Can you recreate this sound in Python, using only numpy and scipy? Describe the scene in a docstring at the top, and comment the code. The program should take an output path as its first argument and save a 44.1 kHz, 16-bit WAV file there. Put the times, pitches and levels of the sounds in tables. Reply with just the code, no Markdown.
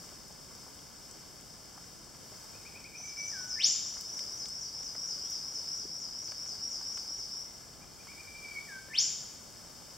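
"""Wet rainforest: throughout, forest noise hisses, drips burst on leaves, and a microphone colours it all.
From 2.5 s a whipbird gives short notes, rising then level, a falling note and a whip-crack sweep: bent sines.
From 3 s a small bird repeats a high two-note phrase that echoes off the trunks smear into a drone.
Near 5.2 s a faint chirp rises far off; from 7.8 s the whipbird calls again, its whip near 8.9 s."""
import sys
import numpy as np
from scipy import signal
from scipy.fft import rfft, irfft
from scipy.io import wavfile
from scipy.ndimage import uniform_filter1d

SR = 44100
rng = np.random.default_rng(int(sys.argv[2]) if len(sys.argv) > 2 else 0)


def log_audio(samples):
    """Write samples as a 16-bit WAV file to the path given in sys.argv[1]."""
    # one column per channel
    frames = np.atleast_2d(samples).T
    # limit to full scale, then quantise
    limited = np.clip(frames, -1, 1)
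    pcm = np.round(limited * 32767).astype(np.int16)
    wavfile.write(sys.argv[1], SR, pcm)


N = 439677

# Source levels are ahead of echo and microphone.
# Spectrum of the forest hiss. Each row: frequency [Hz], relative density [dB].
FOREST_SPECTRUM = [(18, -28), (30, -3.5), (165, -1.5), (400, -7.5), (1240, -11.5), (2500, -13),
                   (6000, -14.5), (9000, -22), (16000, -24)]
# Nearest drips. Each row: start [s], peak level [dB], band centre [Hz], band half-width [octaves].
NEAR_DRIPS = [(0.281, -45, 8000, 1.1), (.324, -47, 6500, 0.45), (.55, -44, 5500, 0.77),
              (.664, -47.5, 980, 0.81), (.79, -46, 3000, 0.46), (1.111, -42, 5500, 0.83),
              (1.41, -48, 8000, 0.82), (1.776, -40.5, 1090, 0.71), (2.045, -47, 6000, 0.83),
              (2.841, -46, 5200, 0.51), (3.967, -40, 1210, 1.3), (4.009, -34.5, 7000, 1.7),
              (4.191, -34, 3500, 1.1), (4.456, -33, 3500, 0.9), (4.485, -40, 7300, 0.39),
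              (4.83, -41, 2500, 1.21), (4.949, -41, 1300, 1.1), (5.304, -42, 13500, 0.37),
              (5.848, -42.5, 397, 0.61), (5.985, -49, 8000, 1.2), (6.28, -44, 2010, 1.17),
              (6.317, -37, 1300, 1.7), (6.46, -43, 2000, 1.2), (6.809, -40.5, 1100, 1.2),
              (6.973, -36.5, 1480, 1.8), (7.735, -53, 1990, 1.3), (7.84, -47, 1210, 1.3),
              (8.07, -41, 1500, 1.3), (8.426, -49, 8000, 1.2)]
# Small bird's rising note. Each row: time from phrase start [s], pitch ahead of scaling [Hz], relative level [dB].
RISING_NOTE = [(-.015, 4950, -8), (0, 5320, -2.5), (.017, 5762, 0.5), (.04, 5850, -5.5), (.08, 5800, -4)]
# Small bird's falling note. Each row: time from phrase start [s], pitch ahead of scaling [Hz], relative level [dB].
FALLING_NOTE = [(.08, 7370, -10), (.092, 6720, -10), (.105, 5995, -3), (.12, 5350, -1.5),
                (.135, 4900, -3.5), (0.151, 4550, -12)]
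# Faint far call. Each row: time [s], pitch [Hz], level [dB].
FAR_CHIRP = [(5.19, 2750, -75), (5.23, 3130, -73), (5.29, 3720, -75)]
# Whipbird's short notes. Each row: start [s], start pitch [Hz], pitch at the hook's top [Hz],
# length [s], peak level [dB].
SHORT_NOTES = [(2.535, 2300, 2590, 0.047, -55.5), (2.647, 2136, 2560, 0.039, -47.5),
               (2.739, 2180, 2580, 0.052, -47.5), (2.841, 2114, 2520, 0.037, -45),
               (2.933, 2180, 2530, 0.043, -45.5), (3.035, 2250, 2343, 0.051, -42.5),
               (3.091, 2310, 2303, 0.045, -48), (3.17, 2298, 2297, 0.075, -36.5),
               (7.805, 2140, 2480, .04, -57), (7.985, 2220, 2480, .04, -56),
               (8.076, 2120, 2436, 0.058, -48), (8.173, 2222, 2430, 0.047, -45),
               (8.269, 2285, 2370, 0.044, -41.5), (8.348, 2333, 2357, 0.049, -38),
               (8.445, 2320, 2303, 0.044, -36.5), (8.493, 2282, 2314, 0.049, -39),
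               (8.54, 2288, 2210, 0.067, -37)]
# Falling notes before the whips. Each row: start [s], length [s], pitch approached [Hz],
# level ahead of swell and fade [dB].
DROP_NOTES = [(3.315, 0.15, 1487, -45.5), (8.672, 0.12, 1545, -44.5)]
# Shape of the whip sweep. Each row: time from its start [s], pitch [Hz], relative level [dB].
WHIP_SHAPE = [(0, 1777, -21), (.015, 1754, -16), (.029, 1792, -12), (.044, 2380, -1.5), (.064, 3400, 2),
              (.084, 4700, -2.5), (.099, 6150, -0.8), (.113, 6990, -2), (0.125, 7270, -6),
              (.144, 7570, -30)]
# Whip sweeps. Each row: start [s], level added to the shape [dB].
WHIP_STARTS = [(3.555, -32.5), (8.897, -34)]
# Echo off the trunks round the whipbird, near ring then far ring. Each row: 60 dB decay time [s],
# energy against the direct sound ahead of scatter colour [dB].
WHIPBIRD_RINGS = [(.25, -5), (.9, 4)]
# Echo round the small bird, near ring then far ring. 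Each row: 60 dB decay time [s],
# energy against the direct sound ahead of build-up and scatter colour [dB].
SMALL_BIRD_RINGS = [(.4, 8.4), (1.0, 12.8)]
# Trunks and leaves scatter low notes less. Each row: frequency [Hz], echo gain [dB].
SCATTER_GAIN = [(1400, -11.5), (2300, -5.5), (4000, -4.5), (8000, -1.6)]
# Housing resonances and notches in the sound common to both ports. Each row: centre [Hz],
# full width at half the dB [Hz], gain [dB].
HOUSING_BELLS = [(1886, 114, -11.5), (2594, 570, -8), (3406, 75, -16), (4047, 517, -13), (4828, 81, -16.5),
                 (5135, 1410, 13.5), (7950, 1350, 7.5)]
# Pick-up of what differs between the ports. Each row: frequency [Hz], gain [dB].
PORT_GAP_GAIN = [(30, -8), (300, -4.5), (1000, -3.5), (2000, -10), (3400, -33), (4100, -40), (4600, 0.5),
                 (7700, 4), (9500, 1)]
# Excess of the left port over the right. Each row: frequency [Hz], difference [dB].
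LEFT_EXCESS = [(100, 0.9), (500, 0.4), (2000, 1), (5000, 2.5), (15000, 1.1)]

FOREST_RMS_DB = -51  # ahead of the swells
RUMBLE_START_DB, RUMBLE_SLOPE_DB_PER_S = 0.55, -.13
PATTER_PER_S, PATTER_FLOOR_DB, PATTER_SPREAD_DB, PATTER_RANGE_DB = 90, -59, 3, 9
PHRASE_COUNT, PHRASE_START_S = 20, 2.96
PHRASE_GAP_S, HURRY_S, SETTLE_PHRASES = .235, .026, 4.0  # gaps start shorter, then settle
FIRST_PITCH_RATIO, SETTLED_PITCH_RATIO = 1.04, .972
RISE_DB, FALL_DB, PHRASE_SPREAD_DB = -58.5, -57.5, 2
FIRST_PHRASE_DB, LAST_PHRASE_DB = -3.5, -3.5  # added to those phrases
ECHO_BUILD_S = 0.005  # time constant
NOTE_PEAK_SHARE, NOTE_ARCH_DB, NOTE_HOOK_RAD = 0.39, 59, 1.72  # arch: fall one note length from the peak
DROP_FROM_HZ, DROP_GLIDE_S = 2010, .024
DROP_SOFT_DB, DROP_SWELL_S, DROP_FADE_DB_PER_S = -8, 0.042, 21
PREAMP_RMS_DB, TOP_HZ = -73.5, 15780  # preamp ahead of the top cut


def undb(db):
    """Amplitude ratio for a level in dB."""
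    return 10 ** (np.asarray(db) / 20)


def level(x, db):
    """Scale to an rms level in dB."""
    return x * undb(db) / np.sqrt(np.mean(x ** 2))


def on_log(table):
    """(Hz, dB) points as a function of frequency, straight on a log axis."""
    hz, db = np.transpose(table)
    return lambda f: np.interp(np.log(f + 1), np.log(hz), db)


def colour(x, db_at, size=4096):
    """Causal minimum-phase filter with the given dB gain, from the folded cepstrum."""
    freq_hz = np.arange(size // 2 + 1) * SR / size
    cepstrum = irfft(np.log(undb(db_at(freq_hz))))
    cepstrum[1:size // 2] *= 2
    cepstrum[size // 2 + 1:] = 0
    impulse = irfft(np.exp(rfft(cepstrum)))
    return signal.fftconvolve(x, np.atleast_2d(impulse), axes=1)[:, :x.shape[1]]


def walk(rate_hz):
    """Random levels held 1 / rate_hz and slewed twice; standard deviation 1."""
    k = int(SR / rate_hz)
    held = np.repeat(rng.standard_normal(N // k + 1), k)
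    x = uniform_filter1d(uniform_filter1d(held, k), k)[:N]
    return x / x.std()


def add(out, piece, start_s):
    """Mix a piece into out, cut at its end."""
    i = int(start_s * SR)
    out[i:i + len(piece)] += piece[:len(out) - i]


def sing(notes, edge_s, flutter_db, waver, overtone_db):
    """A near sine per note with an octave overtone and soft ends; level and pitch flutter quickly."""
    out, shake, drift = np.zeros(N), walk(300), walk(200)
    for note in notes:
        time_s, pitch_hz, note_db = np.transpose(note)
        t = np.arange(time_s[0], time_s[-1], 1 / SR)
        i = (t * SR).astype(int)
        pitch = np.interp(t, time_s, pitch_hz) * (1 + waver * drift[i])
        phase = 2 * np.pi * np.cumsum(pitch) / SR
        tone = np.sin(phase) + undb(overtone_db) * np.sin(2 * phase)
        ends = np.clip(np.minimum(t - time_s[0], time_s[-1] - t) / edge_s, 0, 1)
        gain = np.sqrt(2) * undb(np.interp(t, time_s, note_db) + flutter_db * shake[i])
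        add(out, gain * ends * tone, time_s[0])
    return out


def among_trunks(x, rings, width, build_s=1e-4):
    """Direct sound plus decaying noise echoes; width scales the echo that differs between left and right."""
    t = np.arange(int(1.5 * SR)) / SR
    envelope = np.zeros(len(t))
    for t60_s, db in rings:
        unit_energy = np.sqrt(2 * np.log(1000) / t60_s / SR)
        envelope += undb(db) * unit_energy * 1000 ** (-t / t60_s)
    envelope *= 1 - np.exp(-t / build_s)
    mid, side = colour(rng.standard_normal((2, len(t))) * envelope, on_log(SCATTER_GAIN))
    mid[0] = 1  # direct sound
    responses = np.array([mid + width * side, mid - width * side])
    return signal.fftconvolve(x[None], responses, axes=1)[:, :N]


def forest():
    """Diffuse noise, unrelated left and right; bass and treble swell apart while the bass eases off."""
    hiss = level(colour(rng.standard_normal((2, N)), on_log(FOREST_SPECTRUM)), FOREST_RMS_DB)
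    low = signal.sosfilt(signal.butter(1, 500, fs=SR, output="sos"), hiss)
    rumble_db = RUMBLE_START_DB + RUMBLE_SLOPE_DB_PER_S * np.arange(N) / SR
    return low * undb(rumble_db + 0.39 * walk(4.4)) + (hiss - low) * undb(0.83 * walk(5))


def drips(decay_s=0.00068, size=1024):
    """Each drop on a leaf is a short noise burst in its own band; many faint ones fall at random."""
    faint = []
    for a, b, c, d in rng.random((int(PATTER_PER_S * N / SR), 4)):
        excess_db = min(-PATTER_SPREAD_DB * np.log(1 - b), PATTER_RANGE_DB)
        faint.append((a * N / SR, PATTER_FLOOR_DB + excess_db, 500 * 2 ** (4.5 * c), .5 + d))
    out, freq_hz = np.zeros(N), np.arange(1, size // 2 + 2) * SR / size
    for start_s, peak_db, centre_hz, octaves in NEAR_DRIPS + faint:
        band_gain = np.exp(-(np.log2(freq_hz / centre_hz) / octaves) ** 2)
        band = irfft(rfft(rng.standard_normal(size)) * band_gain)
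        # low drops ring longer
        u = np.arange(size) / SR / (decay_s + 2.04 / centre_hz)
        burst = band * u * np.exp(-u)
        add(out, burst * undb(peak_db) / np.abs(burst).max(), start_s)
    return out


def far_chirp():
    """One faint rising near sine with strong flutter."""
    return sing([FAR_CHIRP], edge_s=.008, flutter_db=4.5, waver=.012, overtone_db=-50)


def small_bird():
    """Repeated rise and fall, slowing and sinking to a steady state; the last phrase ends after its rise."""
    k = np.arange(PHRASE_COUNT)
    fresh = np.exp(-k / SETTLE_PHRASES)
    gaps_s = PHRASE_GAP_S - HURRY_S * fresh
    starts_s = PHRASE_START_S + np.cumsum(gaps_s) - gaps_s
    ratios = SETTLED_PITCH_RATIO + (FIRST_PITCH_RATIO - SETTLED_PITCH_RATIO) * fresh
    ends_db = FIRST_PHRASE_DB * (k == k[0]) + LAST_PHRASE_DB * (k == k[-1])
    scatter_db = PHRASE_SPREAD_DB * rng.standard_normal((PHRASE_COUNT, 2))
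    levels_db = [RISE_DB, FALL_DB] + ends_db[:, None] + scatter_db
    notes = []
    for start_s, ratio, pair_db in zip(starts_s, ratios, levels_db):
        for shape, db in zip((RISING_NOTE, FALLING_NOTE), pair_db):
            notes.append(np.array(shape) * [1, ratio, 1] + [start_s, 0, db])
    return sing(notes[:-1], edge_s=.005, flutter_db=2.2, waver=.005, overtone_db=-50)


def whipbird():
    """Near sines: short notes that hook over, a note that drops and holds, then the whip sweep."""
    u = np.linspace(0, 1, num=17)  # share of the note
    notes = []
    for start_s, start_hz, top_hz, length_s, db in SHORT_NOTES:
        pitch_hz = start_hz + (top_hz - start_hz) * np.sin(NOTE_HOOK_RAD * u)
        arch_db = db - NOTE_ARCH_DB * (u - NOTE_PEAK_SHARE) ** 2
        notes.append(np.transpose([start_s + u * length_s, pitch_hz, arch_db]))
    for start_s, length_s, end_hz, db in DROP_NOTES:
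        t = u * length_s
        pitch_hz = end_hz + (DROP_FROM_HZ - end_hz) * np.exp(-t / DROP_GLIDE_S)
        drop_db = db + DROP_SOFT_DB * np.exp(-t / DROP_SWELL_S) - DROP_FADE_DB_PER_S * t
        notes.append(np.transpose([start_s + t, pitch_hz, drop_db]))
    for start_s, db in WHIP_STARTS:
        notes.append(np.array(WHIP_SHAPE) + [start_s, 0, db])
    return sing(notes, edge_s=.003, flutter_db=.6, waver=.0008, overtone_db=-29)


def scene():
    """Sum of the forest and the sources, each with its echo off the trunks."""
    far_birds = small_bird() + far_chirp()
    near_drips = among_trunks(drips(), [(.3, -7)], width=.7)  # one ring: 60 dB decay s, dB
    near_bird = among_trunks(whipbird(), WHIPBIRD_RINGS, width=0.53)
    far_birds = among_trunks(far_birds, SMALL_BIRD_RINGS, width=0.73, build_s=ECHO_BUILD_S)
    return near_bird + far_birds + near_drips + forest()


def housing_db(freq_hz):
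    """Gain of the housing: a sum of resonance bells in dB."""
    return sum(db / (1 + (2 * (freq_hz - hz) / width_hz) ** 2) for hz, width_hz, db in HOUSING_BELLS)


def record(dry):
    """Housing colours the common sound, the left port is louder, the preamp hisses, the top is cut."""
    mid = colour(dry[:1] + dry[1:], housing_db)
    side = colour(dry[:1] - dry[1:], on_log(PORT_GAP_GAIN))
    lean_db = on_log(LEFT_EXCESS)
    left = colour(mid + side, lambda f: lean_db(f) / 2)
    right = colour(mid - side, lambda f: -lean_db(f) / 2)
    preamp = undb(PREAMP_RMS_DB) * rng.standard_normal(dry.shape)
    out = np.vstack([left, right]) / 2 + preamp
    return signal.sosfilt(signal.ellip(12, .2, 70, TOP_HZ, fs=SR, output="sos"), out)


dry = scene()
out = record(dry)
log_audio(out)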